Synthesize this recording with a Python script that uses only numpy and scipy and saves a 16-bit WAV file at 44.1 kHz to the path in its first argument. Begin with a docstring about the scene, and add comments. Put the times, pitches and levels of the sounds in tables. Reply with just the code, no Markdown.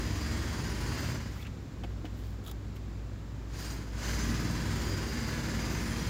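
"""What sounds like a jackhammer, a few houses from a backyard microphone, rattles in three bursts:
each blow cracks concrete, rings the steel bit and puffs out air, blurred by walls and fences.
A compressor engine drones on through the pause, over the wash of the neighbourhood.
Close to the microphone: a few soft knocks, light brushing, faint squeaks and a short dry scratch."""
import sys
import numpy as np
from scipy import signal
from scipy.fft import rfft, irfft, next_fast_len
from scipy.io import wavfile

SR = 44100
rng = np.random.default_rng(int(sys.argv[2]) if len(sys.argv) > 2 else 0)


def log_audio(samples):
    """Write samples as a 16-bit WAV file to the path given in sys.argv[1]."""
    # one column per channel
    frames = np.atleast_2d(samples).T
    # limit to full scale, then quantise
    limited = np.clip(frames, -1, 1)
    pcm = np.round(limited * 32767).astype(np.int16)
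    wavfile.write(sys.argv[1], SR, pcm)


N = 268569
TIME = np.arange(N) / SR


def gain_of(db):
    """Decibels to amplitude."""
    return 10 ** (np.asarray(db) / 20)


def unit_rms(x):
    """Scales to rms 1."""
    return x / np.sqrt(np.mean(x ** 2) + 1e-20)


def at_hz(points, hz):
    """Reads a table on a log-frequency axis."""
    f, value = np.transpose(points)
    return np.interp(np.log(hz + 1), np.log(f + 1), value)


def curves(rows):
    """The columns of a time table, one value a sample."""
    s, *columns = np.transpose(rows)
    return [np.interp(TIME, s, c) for c in columns]


def add(mix, s, sound):
    """Mixes a sound in at time s."""
    part = mix[round(s * SR):][:len(sound)]
    part += sound[:len(part)]


def coloured(x, spectrum):
    """Filters x by a spectrum table, to rms 1."""
    hz = np.fft.rfftfreq(len(x), 1 / SR)
    return unit_rms(irfft(rfft(x) * gain_of(at_hz(spectrum, hz)), len(x)))


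def wander(per_s):
    """Random drift of rms 1, up to about the given rate."""
    size = next_fast_len(N)
    hz = np.fft.rfftfreq(size, 1 / SR)
    lowpass = (hz > 0) * np.exp(-(hz / per_s) ** 2)
    return unit_rms(irfft(rfft(rng.standard_normal(size)) * lowpass, size)[:N])


def tone(hz, db, waver_db):
    """One low tone, wavering on its way through the air."""
    return gain_of(db + waver_db * wander(3.4)) * unit_rms(np.sin(2 * np.pi * np.cumsum(hz) / SR))


# Open air all round the backyard: f/Hz, relative level/dB
AIR_COLOUR = [(60, -41), (125, -7), (160, -8), (220, -7), (320, -12.3), (450, -18.5), (560, -21),
              (800, -26), (1050, -25.6), (1900, -30), (2700, -34.8), (5000, -37), (6000, -40),
              (7500, -38.5), (8000, -49.5), (9400, -54), (10500, -60), (15500, -52)]
def air(level_db=-47, swell_db=0.4):
    """The wash of the neighbourhood, gently swelling."""
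    return gain_of(level_db - swell_db * wander(1.16)) * coloured(rng.standard_normal(N), AIR_COLOUR)


# Engine rumble from the road: f/Hz, relative level/dB
RUMBLE_COLOUR = [(20, -50), (28, -31), (36, -5.5), (50, 3), (75, -2), (115, 0), (160, -9.5), (300, -50)]
# Its firing note: t/s, f/Hz, level/dB before trim
FIRING = [(0, 56, -37), (.9, 54, -37), (1.05, 53, -45), (1.75, 55, -45), (1.9, 56.2, -36), (2.3, 57.3, -38),
          (2.8, 57, -37.5), (3.2, 55.8, -40), (3.95, 56, -37), (4.12, 57.2, -30.5), (4.6, 55.6, -37),
          (5.3, 56, -40), (5.55, 55.5, -36), (6.09, 55.5, -37)]
def compressor(rumble_db=-47, firing_trim_db=-3.2, drone_hz=100.3, drone_db=-45.2, stray_hz=.4):
    """The engine's firing note and a steady drone over a low rumble."""
    rumble = gain_of(rumble_db) * coloured(rng.standard_normal(N), RUMBLE_COLOUR)
    firing_hz, firing_db = curves(FIRING)
    drone = tone(drone_hz + stray_hz * wander(1), drone_db, waver_db=1.2)
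    return tone(firing_hz, firing_db + firing_trim_db, waver_db=1.5) + drone + rumble


# Light brushing near the microphone: middle t/s, length/s, level/dB
BRUSH_STROKES = [(1.37, 0.24, -58.5), (1.42, .05, -56), (2.24, .4, -61.5), (2.485, .1, -55.5),
                 (2.765, .04, -59)]
# Its hiss: f/Hz, relative level/dB
BRUSH_COLOUR = [(1000, -10), (3300, 3), (5000, 1), (9000, -8), (11500, -8), (13500, -2), (15500, -3)]
def brushing(grain_db=2):
    """Soft, fine-grained rustles that swell and fade."""
    out = np.zeros(N)
    for s, length, db in BRUSH_STROKES:
        size = round(length * SR)
        grains = rng.standard_normal(size) * gain_of(grain_db * wander(300)[:size])
        add(out, s - length / 2, gain_of(db) * coloured(grains, BRUSH_COLOUR) * np.hanning(size))
    return out


# Faint rubs near the microphone: t/s, length/s, starting f/Hz, level/dB
RUBS = [(1.335, .05, 900, -55), (1.365, .07, 1750, -57), (1.418, .02, 3300, -53), (1.445, .04, 1350, -52),
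        (1.445, .035, 2550, -52)]
def squeaks(rise_hz_per_s=13000, width_hz=420):
    """Friction in a narrow resonance that slides upward."""
    out, r = np.zeros(N), np.exp(-np.pi * width_hz / SR)
    for s, length, hz, db in RUBS:
        t = np.arange(0, length, 1 / SR)
        fuzz = signal.lfilter([1], [1, -2 * r, r * r], rng.standard_normal(SR // 5))[-len(t):]
        glide = np.sin(2 * np.pi * np.cumsum(hz + rise_hz_per_s * t) / SR)
        add(out, s, gain_of(db) * unit_rms(fuzz * glide) * np.hanning(len(t)))
    return out


def scuff(decay_s, colour, attack_s=.00034):
    """A short dying burst of friction."""
    t = np.arange(SR // 5) / SR
    noise = coloured(rng.standard_normal(len(t)), colour)
    return noise * np.exp(-t / decay_s) * (1 - np.exp(-t / attack_s))


# Knocks at close range: t/s, level/dB, decay/s, body share/dB, body pitch factor, tilt/(dB per octave)
KNOCKS = [(1.406, -57, .04, -25, 1, 0), (1.423, -53, 0.018, -16, 0.72, 0), (1.447, -51, 0.014, -20, 1, 0),
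          (1.468, -43.5, 0.0078, -19, 0.92, 0), (1.836, -44.5, 0.01, -5, 1, 3.2),
          (1.84, -56, .005, 8, 1.06, 0), (1.8445, -51, 0.0073, 10, 0.95, -1.5),
          (2.046, -52, .008, 18, .9, -8), (2.053, -45.5, 0.013, -5, 0.97, 3),
          (2.762, -55, 0.018, -14, 1, 0)]
# Their contact noise: f/Hz, relative level/dB
KNOCK_COLOUR = [(200, 2), (700, -8), (1300, 0), (2700, 2), (4500, -9), (7000, -14), (10000, -25),
                (15000, -19)]
# The knocked body before pitch factor and tilt: f/Hz, relative level/dB, t60/s
KNOCK_MODES = [(332, 2.5, 0.07), (540, -0.5, 0.05), (752, 4, 0.044), (2600, -8, 0.043), (3100, -8, .05)]
def knocks():
    """Each soft contact scuffs and leaves a short hollow ring."""
    out, t = np.zeros(N), np.arange(SR // 5) / SR
    for s, db, decay_s, share_db, pitch, tilt_db in KNOCKS:
        body = np.zeros(len(t))
        for hz, mode_db, t60 in KNOCK_MODES:
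            octaves = np.log2(hz / KNOCK_MODES[0][0])
            envelope = gain_of(mode_db + tilt_db * octaves - 60 * t / t60)
            body += envelope * np.sin(2 * np.pi * hz * pitch * t)
        add(out, s, gain_of(db) * (scuff(decay_s, KNOCK_COLOUR) + gain_of(share_db) * body))
    return out


# Catches of a scratch at close range: t/s, tick level/dB, ring level/dB, body level/dB, tick decay/s
CATCHES = [(2.44, -53, -57, -60, .003), (2.449, -47, -52, -60, .002), (2.4635, -42, -38, -56, .002),
           (2.469, -49, -48, -51, .003), (2.475, -40, -48, -51, .002), (2.479, -43, -56, -49, .0024),
           (2.4817, -42, -37, -49, .0016), (2.489, -51, -52, -56, .003), (2.495, -52, -47, -60, .007),
           (2.5127, -39, -55, -56, .002), (2.5145, -39, -48, -49, .003)]
# Their dry tick, bright ring and hollow body, each: f/Hz, relative level/dB
TICK_COLOUR = [(400, -15), (780, -2), (1700, -6), (2700, -11), (4500, -10), (6200, -6), (7400, -2),
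               (8400, -17), (9900, -6), (11000, -9), (12500, -5), (15000, -4)]
SCRATCH_MODES = [(3150, -6), (3400, 0), (3720, -2)]
HOLLOW_COLOUR = [(400, -20), (650, 0), (790, 6), (1000, -12), (1210, 3), (1500, -14), (3000, -35)]
def scratch(detune=.015, attack_s=.0006, ring_extra_s=.0006, body_decay_s=.007):
    """Each catch ticks, rings briefly and stirs a hollow body."""
    out, t = np.zeros(N), np.arange(SR // 5) / SR
    for s, tick_db, ring_db, body_db, decay_s in CATCHES:
        ring = sum(gain_of(db) * np.sin(2 * np.pi * hz * (1 + detune * rng.standard_normal()) * t)
                   for hz, db in SCRATCH_MODES)
        ring *= np.exp(-t / (decay_s + ring_extra_s)) * (1 - np.exp(-t / attack_s))
        tick = gain_of(tick_db) * scuff(decay_s, TICK_COLOUR)
        body = gain_of(body_db) * scuff(body_decay_s, HOLLOW_COLOUR)
        add(out, s, tick + gain_of(ring_db) * ring + body)
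    return out


# Reverberation of the streets and yards between hammer and microphone: f/Hz, t60/s
YARD_DECAY = [(60, 1), (300, 0.92), (1500, 1), (5000, 1), (14000, 0.51)]
def echo_path(x, early_gain, early_s):
    """A first cluster of echoes from nearby walls, then a long diffuse tail."""
    hz, t, bins = signal.stft(rng.standard_normal(SR // 2), SR, nperseg=256)
    fade = gain_of(-60 * t / at_hz(YARD_DECAY, hz)[:, None])
    tail = signal.istft(bins * fade, SR, nperseg=256)[1]
    early = rng.standard_normal(len(tail)) * np.exp(-np.arange(len(tail)) / SR / early_s)
    under_way = np.r_[x[:SR], x]  # a second of lead-in: the yards already ring at the start
    return signal.fftconvolve(under_way, unit_rms(tail) + early_gain * unit_rms(early))[SR:SR + N]


def yards(x, early_gain, early_s, drift_per_s=0.7, paths=4):
    """Moving air slowly shifts the sound from one set of echo paths to the next."""
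    turn = drift_per_s * TIME + rng.random()
    shares = [np.maximum(np.cos(2 * np.pi * (turn + k / paths)), 0) for k in range(paths)]
    return sum(share * echo_path(x, early_gain, early_s) for share in shares)


# Boom between the houses: t/s, level/dB
BOOM_LEVEL = [(0, -39), (.5, -38), (.7, -45), (1.05, -41), (1.5, -46), (1.75, -62), (4, -62), (4.7, -47),
              (5.1, -43.5), (6.09, -43.5)]
def boom(hz=71.5, stray_hz=1.5):
    """A low tone that swells while the hammer works."""
    db, = curves(BOOM_LEVEL)
    return tone(hz + stray_hz * wander(8), db, waver_db=1.2)


# Exhaust tones reaching the backyard: multiple of the blow rate, relative level/dB
EXHAUST_HARMONICS = [(2, -21), (5, -7), (7, -7.5), (9, -12), (11, -14), (12, -10.5), (15, -16), (26, -20),
                     (28, -24)]
def throb(cycles, waver_db=2):
    """The regular part of the exhaust: clean multiples of the blow rate."""
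    out = np.zeros(N)
    for order, db in EXHAUST_HARMONICS:
        waver = gain_of(waver_db * wander(2))
        out += gain_of(db) * unit_rms(waver * np.sin(2 * np.pi * (order * cycles + rng.random())))
    return out


# The bit shifting in its hole in the road: middle t/s, length/s, mode f/Hz, boost/dB
BIT_SHIFTS = [(.05, .1, 4850, 5), (.26, .12, 4850, 10), (.55, .35, 4850, 5), (1.03, .4, 4850, 7),
              (.7, .12, 5804, 10), (.85, .6, 9875, 6), (.93, .25, 3172, 8.5), (.95, .3, 4285, 7),
              (.7, .5, 13775, -3), (1.06, .13, 13775, 10), (1.06, .13, 8520, 8), (3.66, .2, 6235, -4),
              (3.86, .16, 4850, 6), (3.67, .18, 14348, 3), (3.67, .18, 13775, 4), (3.67, .18, 8520, 4),
              (4.15, .34, 6235, 9.5), (4.08, .1, 15100, 10), (4.22, .18, 4850, 5), (4.22, .22, 13775, 3),
              (4.22, .22, 9875, 3), (4.5, .3, 11050, -7), (4.88, .11, 4850, 2), (5.09, .56, 4850, 8.5),
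              (4.86, .1, 14348, 6), (5.02, .12, 13775, 6), (5.64, .26, 4850, 6.5), (5.71, .1, 13775, 9),
              (5.75, .3, 6235, 4), (5.9, .26, 9875, 7), (5.86, .18, 8520, 6), (5.92, .3, 3172, 7),
              (6.01, .1, 5804, 9)]
def shift_gain(mode_hz):
    """As the bit shifts, one mode sings out or is held back for a moment."""
    return gain_of(sum(db / (1 + (2 * (TIME - s) / length) ** 6)  # a flat-topped swell
                       for s, length, hz, db in BIT_SHIFTS if hz == mode_hz))


def resonance(drive, hz, width_hz):
    """One lightly damped mode, kept sounding by the drive."""
    r = np.exp(-np.pi * width_hz / SR)
    return unit_rms(signal.lfilter([1, 0, -1], [1, -2 * r * np.cos(2 * np.pi * hz / SR), r * r], drive))


# The bit's weaker modes, heard from the backyard: f/Hz, level/dB before swells and burst gain
BIT_MODES = [(3172, -68), (4285, -65.5), (4960, -67), (5804, -67), (6235, -62.5), (8520, -72),
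             (9875, -68.5), (11050, -72.5), (13775, -69.5), (14348, -67), (15100, -81)]
def steel_bit(drive, swell_db=1.4, singing_hz=4850, singing_db=-61, stray_hz=11, spurt_db=2.4):
    """Each mode of the steel swells and fades on its own; the strongest sings in spurts."""
    modes = np.zeros(N)
    for hz, db in BIT_MODES:
        swell = unit_rms(gain_of(swell_db * wander(2))) * shift_gain(hz)
        modes += gain_of(db) * swell * resonance(drive, hz, width_hz=25)
    pitch = singing_hz + stray_hz * (wander(15) + wander(90))
    song = unit_rms(np.sin(2 * np.pi * np.cumsum(pitch) / SR) * gain_of(spurt_db * wander(35)))
    return modes + gain_of(singing_db) * shift_gain(singing_hz) * song


# Trigger pulls out on the road: on t/s, off t/s, rise/s, strike level/dB, exhaust level/dB,
# ring gain/dB, treble lift of the first blows/dB
BURSTS = [(-1, 1.12, .19, -43, -40, -1, 0), (3.43, 3.72, .22, -48, -43.5, .5, 9),
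          (3.89, 6.2, .21, -41.5, -38.2, 1, 4.5)]
# The hammer is leaned on and strikes harder: middle t/s, length/s, boost/dB
LEANS = [(1.0, .28, 1.7)]
def bursts(bite_s=.38, ring_bite_db=3.5, exhaust_fill_s=.2):
    """Each burst bites brightly, holds and dies away: first the ring, then rattle, then exhaust."""
    lift_db, strike, exhaust, ring = np.zeros((4, N))
    for start, stop, rise_s, strike_db, exhaust_db, ring_db, bite_db in BURSTS:
        age, after = np.maximum(TIME - start, 0), np.maximum(TIME - stop, 0)
        rise = np.sin(np.pi / 2 * np.minimum(age / rise_s, 1)) ** 2
        contact, rattle, airflow = (rise * gain_of(-db_per_s * after) for db_per_s in (85, 51, 44))
        bite = contact * np.exp(-(age / bite_s) ** 2)
        lift_db += bite_db * bite
        strike += gain_of(strike_db) * rattle
        exhaust += gain_of(exhaust_db) * airflow * (1 - np.exp(-age / exhaust_fill_s))
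        ring += gain_of(ring_db + ring_bite_db * bite) * rise * contact
    lean_db = sum(db * np.exp(-(2 * (TIME - s) / length) ** 2) for s, length, db in LEANS)
    return lift_db, strike * gain_of(lean_db), exhaust, ring


def brightened(x, db, corner_hz=3400):
    """Lifts the treble by a curve in dB."""
    dull = signal.sosfiltfilt(signal.butter(1, corner_hz, fs=SR, output="sos"), x)
    return dull + gain_of(db) * (x - dull)


# Pace of the hammer, a few houses from the microphone: t/s, blow rate/Hz
BLOW_RATE = [(0, 19.2), (.34, 18.9), (.6, 18), (1.2, 17.7), (3.6, 17.5), (4, 19), (5.07, 19.3),
             (6.09, 18.8)]
# Strike on concrete and exhaust puff at that distance, each: f/Hz, relative level/dB
STRIKE_COLOUR = [(300, -7), (520, 0.5), (780, -3), (970, 1.8), (1250, -1.5), (1800, 1), (2700, -5.2),
                 (3750, -8.6), (5000, -4.8), (5700, -9), (7200, -6.5), (8000, -16), (9700, -18),
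                 (10600, -22), (12300, -23), (14200, -18.5), (15500, -22)]
EXHAUST_COLOUR = [(28, -39), (45, -6), (55, -14.5), (72, -3), (82, -2), (93, 2), (130, 4), (165, 0),
                  (197, -2.5), (231, 3), (262, -2), (320, -2.5), (480, -14), (1200, -45)]
def jackhammer(rate_stray=.005, uneven_db=1.1, crumble=0.8, crumble_s=.02, puff=1.3, chatter=0.82):
    """Each blow cracks concrete, rings the steel and lets out a puff of air."""
    rate = curves(BLOW_RATE)[0] * (1 + rate_stray * wander(2))
    lift_db, strike_gain, exhaust_gain, ring_gain = bursts()
    cycles = np.cumsum(rate) / SR
    since_blow = cycles % 1 / rate
    blows = np.diff(np.floor(cycles), prepend=0) * gain_of(uneven_db * rng.standard_normal(N))
    chips = np.exp(-since_blow / crumble_s) * rng.standard_normal(N)
    cracks = yards(unit_rms(blows) + crumble * unit_rms(chips), early_gain=0.045, early_s=0.01)
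    puffs = yards(unit_rms(blows) + puff * unit_rms(chips), early_gain=0.24, early_s=0.015)
    strike = brightened(coloured(cracks, STRIKE_COLOUR), lift_db)
    exhaust = coloured(puffs, EXHAUST_COLOUR) + throb(cycles)
    ring = steel_bit(chips + chatter * rng.standard_normal(N))  # the bit chatters on between blows
    return strike_gain * strike + exhaust_gain * exhaust + boom() + ring_gain * ring


def scene():
    """Road work down the street and small sounds close by, at one backyard microphone."""
    return (jackhammer() + compressor() + air() + knocks() + scratch() + brushing() + squeaks())[None]


def record(dry, edge_hz=15800):
    """The recorder's band limit."""
    lowpass = signal.firwin(511, edge_hz, window=("kaiser", 9), fs=SR)
    return signal.oaconvolve(dry, lowpass[None], "same")


dry = scene()
out = record(dry)
log_audio(out)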